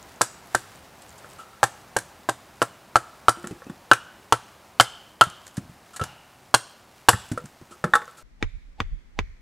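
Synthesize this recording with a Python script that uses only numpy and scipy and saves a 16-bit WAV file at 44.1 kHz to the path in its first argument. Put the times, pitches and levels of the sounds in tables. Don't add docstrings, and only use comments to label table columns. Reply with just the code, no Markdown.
import sys
import numpy as np
from scipy import signal
from scipy.fft import rfft, irfft, next_fast_len
from scipy.io import wavfile
from scipy.ndimage import map_coordinates

SR = 44100
rng = np.random.default_rng(int(sys.argv[2]) if len(sys.argv) > 2 else 0)


def transcribe(signal):
    frames = np.atleast_2d(signal).T
    limited = np.clip(frames, -1, 1)
    pcm = np.round(limited * 32767).astype(np.int16)
    wavfile.write(sys.argv[1], SR, pcm)


N = 414981
NOW = np.arange(N) / SR
T = np.arange(SR // 5) / SR
WORN_FROM_S = 8.228

# start_s, knock_db, baton_db, stick_db, blade_db, tip_hz, split_db, split_delay_s
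KNOCKS = [(0.2107, -17.5, -26, -26, -41, 2950, -15, 0.0049),
          (0.5476, -18, -23, -17.5, -39, 2950, -23.5, 0.0017),
          (1.6309, -11.5, -21, -21.5, -36, 2950, -23.5, 0.0072),
          (1.965, -19.5, -45, -20.5, -36, 2950, -25, 0.0013),
          (2.2891, -17.5, -41, -27, -41, 2950, -29, 0.0048),
          (2.618, -15, -18, -44.5, -29.5, 2950, -29.5, 0.0061),
          (2.957, -13.5, -9.5, -23, -28.5, 4280, -30, 0.0078),
          (3.2834, -12.5, -10, -24, -28.5, 2950, -22, 0.0087),
          (3.914, -11, -8.5, -7, -18.5, 2950, -28.5, 0.019),
          (4.324, -11, -15, -25.5, -23, 2950, -27.5, .001),
          (4.799, -7.5, -11, -11.5, -10.5, 2950, -17.5, 0.0088),
          (5.211, -10.5, -5, -11.5, -14.5, 2950, -23.5, 0.00038),
          (6.014, -30, -24, -41, -39.5, 2950, -33.5, 0.024),
          (6.5416, -11, -39, -21, -16, 4380, -15, 0.0039), (7.0863, -6, -18, -14, -17, 2950, -11.5, 0.0035)]
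# start_s, pitch_hz
STICKS = [(0, 1593), (1.5, 1633), (3.8, 1545), (5.9, 1672)]
# frequency_hz, level_db
WOOD_SPECTRUM = [(40, -46), (150, -16), (300, -4.5), (520, -1.5), (800, 3), (1200, -0.5), (1750, -13),
                 (2200, -30), (4000, -22.5), (9000, -38.5), (16000, -59)]
# pitch_hz, level_db, t60_s
WOOD_MODES = [(330, -11.5, 0.096), (501.4, -0.5, 0.052), (579.4, -2, 0.043), (682, -6, 0.042),
              (800, -14, 0.011), (1040, -4.5, 0.012), (1170, -13, 0.037)]
BATON_MODES = [(1342, 0, 0.072), (1278, 2, 0.033), (1470, -16.5, 0.044)]

def batoning():
    track = np.zeros(N)
    sag_hz_per_s = -61
    average_db = np.mean([row[1] for row in KNOCKS])
    for s, knock_db, baton_db, stick_db, blade_db, tip_hz, _, _ in KNOCKS:
        since, whole_hz = [stick for stick in STICKS if stick[0] <= s][-1]
        stick_hz = whole_hz + sag_hz_per_s * (s - since)
        contact = knock(WOOD_SPECTRUM, chatter_db=0.5, t60=0.055)
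        body = burst(contact + amp(-9) * ring(WOOD_MODES, scatter_db=1, detune=0.029))
        treble_db = 0.94 * (knock_db - average_db)
        body = burst(colour(body, [(450, 0), (1100, treble_db)]))
        stick = ring([(stick_hz, 0, 0.05), (stick_hz * 1.12, -9, 0.04)], scatter_db=1.5, detune=0.002)
        baton = ring(BATON_MODES, scatter_db=1.5, detune=0.003)
        ringing = amp(baton_db) * baton + amp(stick_db) * stick + amp(blade_db) * blade_clank(tip_hz)
        ground = amp(-17) * thud(118, cycles=14, rise_s=0.0036)
        add(track, s, in_camp(amp(knock_db) * (body + ground), echo_db=-27.5, near_db=-18.5))
        add(track, s, in_camp(ringing, echo_db=-22, near_db=-18.5))
    return track

# frequency_hz, level_db
BLADE_SPECTRUM = [(300, -39), (2100, -24.5), (2500, -12.5), (2800, 2.5), (3150, 1), (3400, -5.5),
                  (3900, -14.5), (4380, -9), (4900, -20), (9000, -25), (16000, -44)]

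def blade_clank(tip_hz):
    handle_hz = 2950
    tip_spectrum = [(hz * tip_hz / handle_hz, db) for hz, db in BLADE_SPECTRUM]
    return burst(sum(knock(side, chatter_db=5.5, t60=0.041) for side in (BLADE_SPECTRUM, tip_spectrum)))

# frequency_hz, level_db
SHIVER_SPECTRUM = [(300, -29.5), (850, 0.5), (1100, -11), (1350, -2), (1900, -15.5), (2500, -13),
                   (2900, -3.5), (3300, -18), (7000, -14.5), (16000, -33.5)]
# frequency_hz, t60_s
SHIVER_DECAY = [(800, .6), (2900, .9), (7000, .3)]

def blade_shiver():
    track = np.zeros(N)
    add(track, 6.015, amp(-34.5) * burst(tail(SHIVER_DECAY, SHIVER_SPECTRUM, rise_s=0.004)))
    return track

# start_s, level_db, length_s
SMALL_CRACKS = [(1.02, -50.5, .005), (1.181, -49.5, .011), (1.987, -33, .0024), (3.472, -38, 0.0025),
                (5.238, -34, .002), (5.3, -46, .002), (5.467, -45.5, .003), (5.478, -47.5, 0.0033),
                (5.569, -40.5, 0.0059), (5.962, -36, 0.0102), (7.319, -40.5, 0.0036),
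                (7.457, -47.5, 0.0036), (7.952, -31.5, .006)]

def splitting():
    track = np.zeros(N)
    for s, knock_db, *_, split_db, delay_s in KNOCKS:
        bite_db = knock_db - 17
        add(track, s, crack(bite_db, jolt_db=bite_db, length_s=0.0052))
        add(track, s + delay_s, crack(split_db, jolt_db=knock_db - 13.5, length_s=0.0035))
    for s, db, length_s in SMALL_CRACKS:
        add(track, s, crack(db, jolt_db=db - 8.5, length_s=length_s))
    return track

# frequency_hz, level_db
FIBRE_SPECTRUM = [(200, -35.5), (1500, 2.5), (2300, -12.5), (4000, -5), (5500, -6.5), (7800, -0.5),
                  (10000, -5.5), (12500, -14.5), (16000, -33.5)]
JOLT_SPECTRUM = [(100, -34.5), (450, -5), (900, -7.5), (1150, 0.5), (1330, -9.5), (1700, -1), (2200, -12),
                 (3200, -14), (6000, -20.5), (16000, -37.5)]

def crack(tear_db, jolt_db, length_s):
    clicks = rough_noise(spread_db=3.8)
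    swarm = clicks * ((T / length_s) * np.exp(-2.5 * T / length_s) + 0.025 * fade(0.14))
    middling_db = -23
    sliver_db = -13.5 - 0.3 * (tear_db - middling_db)
    tear = burst(burst(colour(swarm, FIBRE_SPECTRUM)) + amp(sliver_db) * sliver())
    jolt = burst(colour(swarm, JOLT_SPECTRUM))
    return in_camp(amp(tear_db) * tear + amp(jolt_db) * jolt, echo_db=-18, near_db=-10.5)

def sliver():
    hz = 8000 * np.exp(0.12 * rng.standard_normal())
    return burst(np.sin(2 * np.pi * hz * T) * fade(20 / hz))

CHOPS = [8.4266, 8.8033, 9.1899]
# pitch_hz, level_db, t60_s
LOG_MODES = [(330, -0.5, 0.023), (818, -7.5, 0.041), (1080, 6.5, 0.012), (1428, -21, 0.018),
             (1925, -11, 0.046), (2285, 2, 0.021), (2550, -1, 0.02), (3540, -1.5, 0.013),
             (4590, -9.5, 0.013), (6200, -16.5, 0.026)]
# frequency_hz, level_db
LOG_SPECTRUM = [(40, -25), (150, 7), (400, 7.5), (600, -4), (1300, 0), (3300, -7.5), (4500, -18.5),
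                (6500, -17.5), (9000, -35), (16000, -41)]
SWISH_SPECTRUM = [(200, -8), (600, -8), (820, 2), (1100, -18), (3000, -16), (8000, -32), (16000, -55)]

def chopping():
    ports = np.zeros((2, N))
    chop_db = -22.5
    echo_decay = [(300, 0.59), (2500, 1), (8000, 0.91)]
    echo_spectrum = [(200, -22), (1100, -12.5), (2200, 1), (2800, -5.5), (3600, -0.5), (9000, 0)]
    for s in CHOPS:
        contact = knock(LOG_SPECTRUM, chatter_db=-12, t60=0.034)
        hit = burst(contact + amp(-0.5) * ring(LOG_MODES, scatter_db=3, detune=0.014))
        boom = amp(-27.5) * thud(84, cycles=12, rise_s=0.0054)
        swish = dying_noise(SWISH_SPECTRUM, t60=0.067)[::-1]
        for port in ports:
            reflections = amp(-6) * knock(LOG_SPECTRUM, chatter_db=21, t60=0.065)
            echo = signal.fftconvolve(hit * fade(0.009), tail(echo_decay, echo_spectrum, rise_s=0.0045))
            add(port, s - len(T) / SR, amp(chop_db - 23) * swish)
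            add(port, s, amp(chop_db) * (hit + reflections) + boom)
            add(port, s, amp(chop_db - 16.5) * echo)
    return ports

# start_s, level_db, pitch_hz
FALLS = [(3.372, -40.5, 330), (3.442, -34.5, 298), (3.469, -39, 250), (3.51, -29.5, 185), (3.667, -39, 270),
         (3.698, -31.5, 185), (5.269, -35.5, 150), (5.579, -24, 145), (5.695, -42, 127), (6.013, -25, 126),
         (7.133, -23.5, 110), (7.316, -22, 141), (7.441, -37.5, 144), (7.614, -42.5, 190),
         (7.711, -48.5, 340), (7.842, -21.5, 180)]

def falling():
    track = np.zeros(N)
    hum_hz, hum_db_per_octave = 351.5, 21
    for s, db, hz in FALLS:
        spectrum = [(30, -26), (hz * 0.61, 0), (hz * 1.7, -4), (hz * 3, -23), (3000, -42), (14000, -60)]
        contact = knock(spectrum, chatter_db=4, t60=0.06)
        earth = burst(thud(hz, cycles=4.4, rise_s=0.0079) + 1.8 * contact)
        hum_db = 1.5 + hum_db_per_octave * np.log2(hz / hum_hz)
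        hum = ring([(hum_hz, 0, 0.33), (hum_hz * 7.4, -12, 0.08)], scatter_db=4.5, detune=0.005)
        add(track, s, in_camp(amp(db) * (earth + amp(hum_db) * hum), echo_db=-8.5, near_db=-7.5))
        add(track, s, scuff(db - 25))
    return track

# start_s, baton_db, bend_db, pile_db
CLACKS = [(1.245, -47, -48, -51), (1.392, -49, -62, -58), (3.443, -37.5, -48, -39),
          (3.62, -47.5, -46.5, -46), (3.697, -60, -55, -43), (5.996, -29, -39, -39),
          (7.132, -28.5, -38, -26.5), (7.376, -27.5, -30.5, -55.5), (7.841, -21.5, -26.5, -26.5),
          (7.9363, -19, -49, -10.5), (7.954, -15, -31, -19), (8.018, -41, -45, -38.5),
          (8.079, -41.5, -49.5, -55)]
# pitch_hz, level_db, t60_s
BEND_MODES = [(490, -1, 0.09), (593, 0.5, .04)]
PILE_MODES = [(846, -16.5, 0.13), (1114, -6.5, .06), (1475, -3, 0.025), (1744, -5, 0.029),
              (1880, -12.5, 0.046), (3540, -14.5, 0.025)]

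def clacking():
    track = np.zeros(N)
    for s, baton_db, bend_db, pile_db in CLACKS:
        baton = amp(baton_db) * ring(BATON_MODES, scatter_db=2.5, detune=0.008)
        bend = amp(bend_db) * ring(BEND_MODES, scatter_db=-1, detune=0.005)
        pile = amp(pile_db) * ring(PILE_MODES, scatter_db=0.5, detune=0.0077)
        add(track, s, in_camp(baton + bend + pile, echo_db=-23, near_db=-7))
        add(track, s, scuff(baton_db - 18.5))
    return track

def scuff(db):
    return crack(db, jolt_db=db + 1, length_s=0.0074)

# start_s, body_db, grit_db, rise_s
SLIDES = [(1.38, -37, -48.5, 0.018), (1.446, -46, -57, 0.051), (5.93, -43, -49, 0.011),
          (7.707, -43.5, -49, 0.013), (8.169, -49.5, -47.5, 0.013)]
# frequency_hz, level_db
RUB_SPECTRUM = [(200, -54), (1100, -6), (1340, 11), (1500, -7), (2000, -31), (2900, -10), (4000, -23),
                (16000, -39)]

def sliding():
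    track = np.zeros(N)
    for s, body_db, grit_db, rise_s in SLIDES:
        stroke = rough_noise(spread_db=1.5) * (T / rise_s) * np.exp(-T / rise_s)
        add(track, s, amp(body_db) * burst(colour(stroke, RUB_SPECTRUM)))
        add(track, s, amp(grit_db) * burst(colour(stroke, FIBRE_SPECTRUM)))
    return track

# centre_s, peak_db, half_length_s
RUSTLES = [(.05, -60, 0.16), (.62, -54, .13), (1.18, -57, 0.14), (3.5, -62, .15), (5.5, -62, .08),
           (7.28, -55, .09), (8.1, -62, .1)]
# frequency_hz, level_db
RUSTLE_SPECTRUM = [(300, -20), (1200, 4), (2200, 3.5), (5000, 0), (8000, -2.5), (11000, -6), (16000, -10.5)]

def rustling():
    grit = unit(amp(3 * wobble(500)) * hiss(RUSTLE_SPECTRUM))
    return swells(RUSTLES, rest_db=-62.5) * amp(1.7 * wobble(25)) * grit

def crumbs():
    track, level = np.zeros(N), swells(RUSTLES, rest_db=-81)
    for when, size in rng.random((170, 2)):
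        s = when * WORN_FROM_S
        tick_db = -3 + 13 * size ** 2
        add(track, s, level[int(s * SR)] * amp(tick_db) * sliver())
    return track

# centre_s, peak_db, half_length_s
SWINGS = [(8.555, -30.5, 0.02), (8.927, -25, 0.029), (9.295, -37.5, .04)]
# frequency_hz, level_db
BUFFET_SPECTRUM = [(12, -20), (30, 8.5), (60, -12), (110, -18.5), (200, -34.5), (500, -59), (2000, -100)]
STILL_SPECTRUM = [(88, -32), (150, -8.5), (230, -10), (244, -9.5), (367, -17.5), (783, -23.5), (2070, -22),
                  (2770, -29.5), (5920, -33), (15600, -50)]

def buffeting():
    puffs = [(s + 0.036, -30.5, 0.031) for s in CHOPS]
    flow = swells(puffs + list(SWINGS), rest_db=-49.5)
    shared = hiss(BUFFET_SPECTRUM)
    ports = np.zeros((2, N))
    for port in ports:
        eddies = unit(shared + 3.4 * hiss(BUFFET_SPECTRUM))
        port += flow * eddies + amp(-62.5) * hiss(STILL_SPECTRUM)
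    return ports

# frequency_hz, level_db
LEAF_SPECTRUM = [(15, -28), (25, -17), (70, 2), (228, -0.5), (290, -2.5), (412, -1), (447, -8), (484, -2),
                 (766, 0), (1760, -8), (2870, -13), (3460, -15.5), (3960, -15.5), (15600, -24.5)]

def leaves():
    return amp(-49 - 0.8031 * NOW + 0.5 * wobble(6.2)) * hiss(LEAF_SPECTRUM)

# frequency_hz, level_db
TREE_SPECTRUM = [(60, -0.5), (300, -8.5), (700, -1), (1400, -5.5), (2100, -9.5), (2900, -0.5), (4000, -2),
                 (8000, -1), (16000, -5)]
# frequency_hz, t60_s
TREE_DECAY = [(100, 0.45), (1400, 0.71), (3000, 0.74), (6000, 0.54), (12000, 0.33)]

def in_camp(sound, echo_db, near_db):
    attack = sound * fade(0.053)
    heard = amp(echo_db) * signal.fftconvolve(attack, tail(TREE_DECAY, TREE_SPECTRUM, rise_s=0.03))
    scatter = rng.standard_normal(len(T)) * fade(0.14) * (1 - np.exp(-T / 0.0017))
    scatter /= np.linalg.norm(scatter)
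    add(heard, 0, amp(near_db) * signal.fftconvolve(sound * fade(0.15), scatter))
    add(heard, 0, sound)
    return heard

def ring(modes, scatter_db, detune):
    hz, db, t60 = np.transpose(modes)[:, :, None]
    size, shift, phase = rng.standard_normal((3, len(modes), 1))
    waves = np.sin(2 * np.pi * (hz * (1 + detune * shift) * T + phase))
    partials = amp(db + scatter_db * size) * fade(t60) * waves
    return burst(np.sum(partials, 0) * (1 - np.exp(-T / 0.00014)))

def knock(spectrum, chatter_db, t60):
    push = burst(colour(T == 0, spectrum))
    return burst(push + amp(chatter_db) * dying_noise(spectrum, t60))

def thud(hz, cycles, rise_s):
    return burst(np.sin(2 * np.pi * hz * T) * fade(cycles / hz) * (1 - np.exp(-T / rise_s)))

def tail(decay, spectrum, rise_s):
    hz, t, bands = signal.stft(rng.standard_normal(SR * 2 // 3), SR, nperseg=256)
    noise = signal.istft(bands * fade(along(decay, hz)[:, None], t), SR, nperseg=256)[1]
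    noise *= 1 - np.exp(-np.arange(len(noise)) / SR / rise_s)
    return signal.fftconvolve(noise / np.linalg.norm(noise), colour(T == 0, spectrum))

def dying_noise(spectrum, t60):
    return burst(colour(rng.standard_normal(len(T)) * fade(t60), spectrum))

def rough_noise(spread_db):
    return rng.standard_normal(len(T)) * amp(spread_db * rng.standard_normal(len(T)))

def hiss(spectrum):
    m = next_fast_len(N)
    gain = amp(along(spectrum, np.fft.rfftfreq(m, 1 / SR)))
    return unit(irfft(rfft(rng.standard_normal(m)) * gain, m)[:N])

def colour(x, spectrum):
    m = 2 * len(T)
    cepstrum = irfft(np.log(amp(along(spectrum, np.fft.rfftfreq(m, 1 / SR)))))
    cepstrum[1:m // 2] *= 2
    cepstrum[m // 2 + 1:] = 0
    return irfft(rfft(x, m) * np.exp(rfft(cepstrum)))[:len(T)]

def swells(rows, rest_db):
    power = sum(amp(db) ** 2 * np.exp(-((NOW - s) / half_s) ** 2) for s, db, half_s in rows)
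    return np.sqrt(amp(rest_db) ** 2 + power)

def wobble(rate):
    return map_coordinates(rng.standard_normal(int(N * rate / SR) + 4), [NOW * rate])

def fade(t60, t=T):
    return np.exp(-np.log(1000) * t / t60)

def along(points, hz):
    frequencies, values = np.transpose(points)
    return np.interp(np.log(hz + 1), np.log(frequencies + 1), values)

def amp(db):
    return 10 ** (np.asarray(db) / 20)

def unit(x):
    return x / np.sqrt(np.mean(x ** 2) + 1e-20)

def burst(x):
    return x / np.sqrt(np.sum(x ** 2) / (SR / 100) + 1e-20)

def add(track, s, sound):
    part = track[round(s * SR):][:len(sound)]
    part += sound[:len(part)]

def scene():
    front = batoning() + blade_shiver() + splitting() + falling() + clacking() + sliding()
    front += crumbs() + leaves() + rustling()
    return np.where(NOW < WORN_FROM_S, front, chopping() + buffeting())

def record(dry):
    top_hz = 15800
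    clipped = np.clip(dry, -1, 1)
    m = next_fast_len(N + SR // 10)
    low_pass = 1 / (1 + (np.fft.rfftfreq(m, 1 / SR) / top_hz) ** 120)
    return irfft(rfft(clipped, m) * low_pass, m)[:, :N]

dry = scene()
out = record(dry)
transcribe(out)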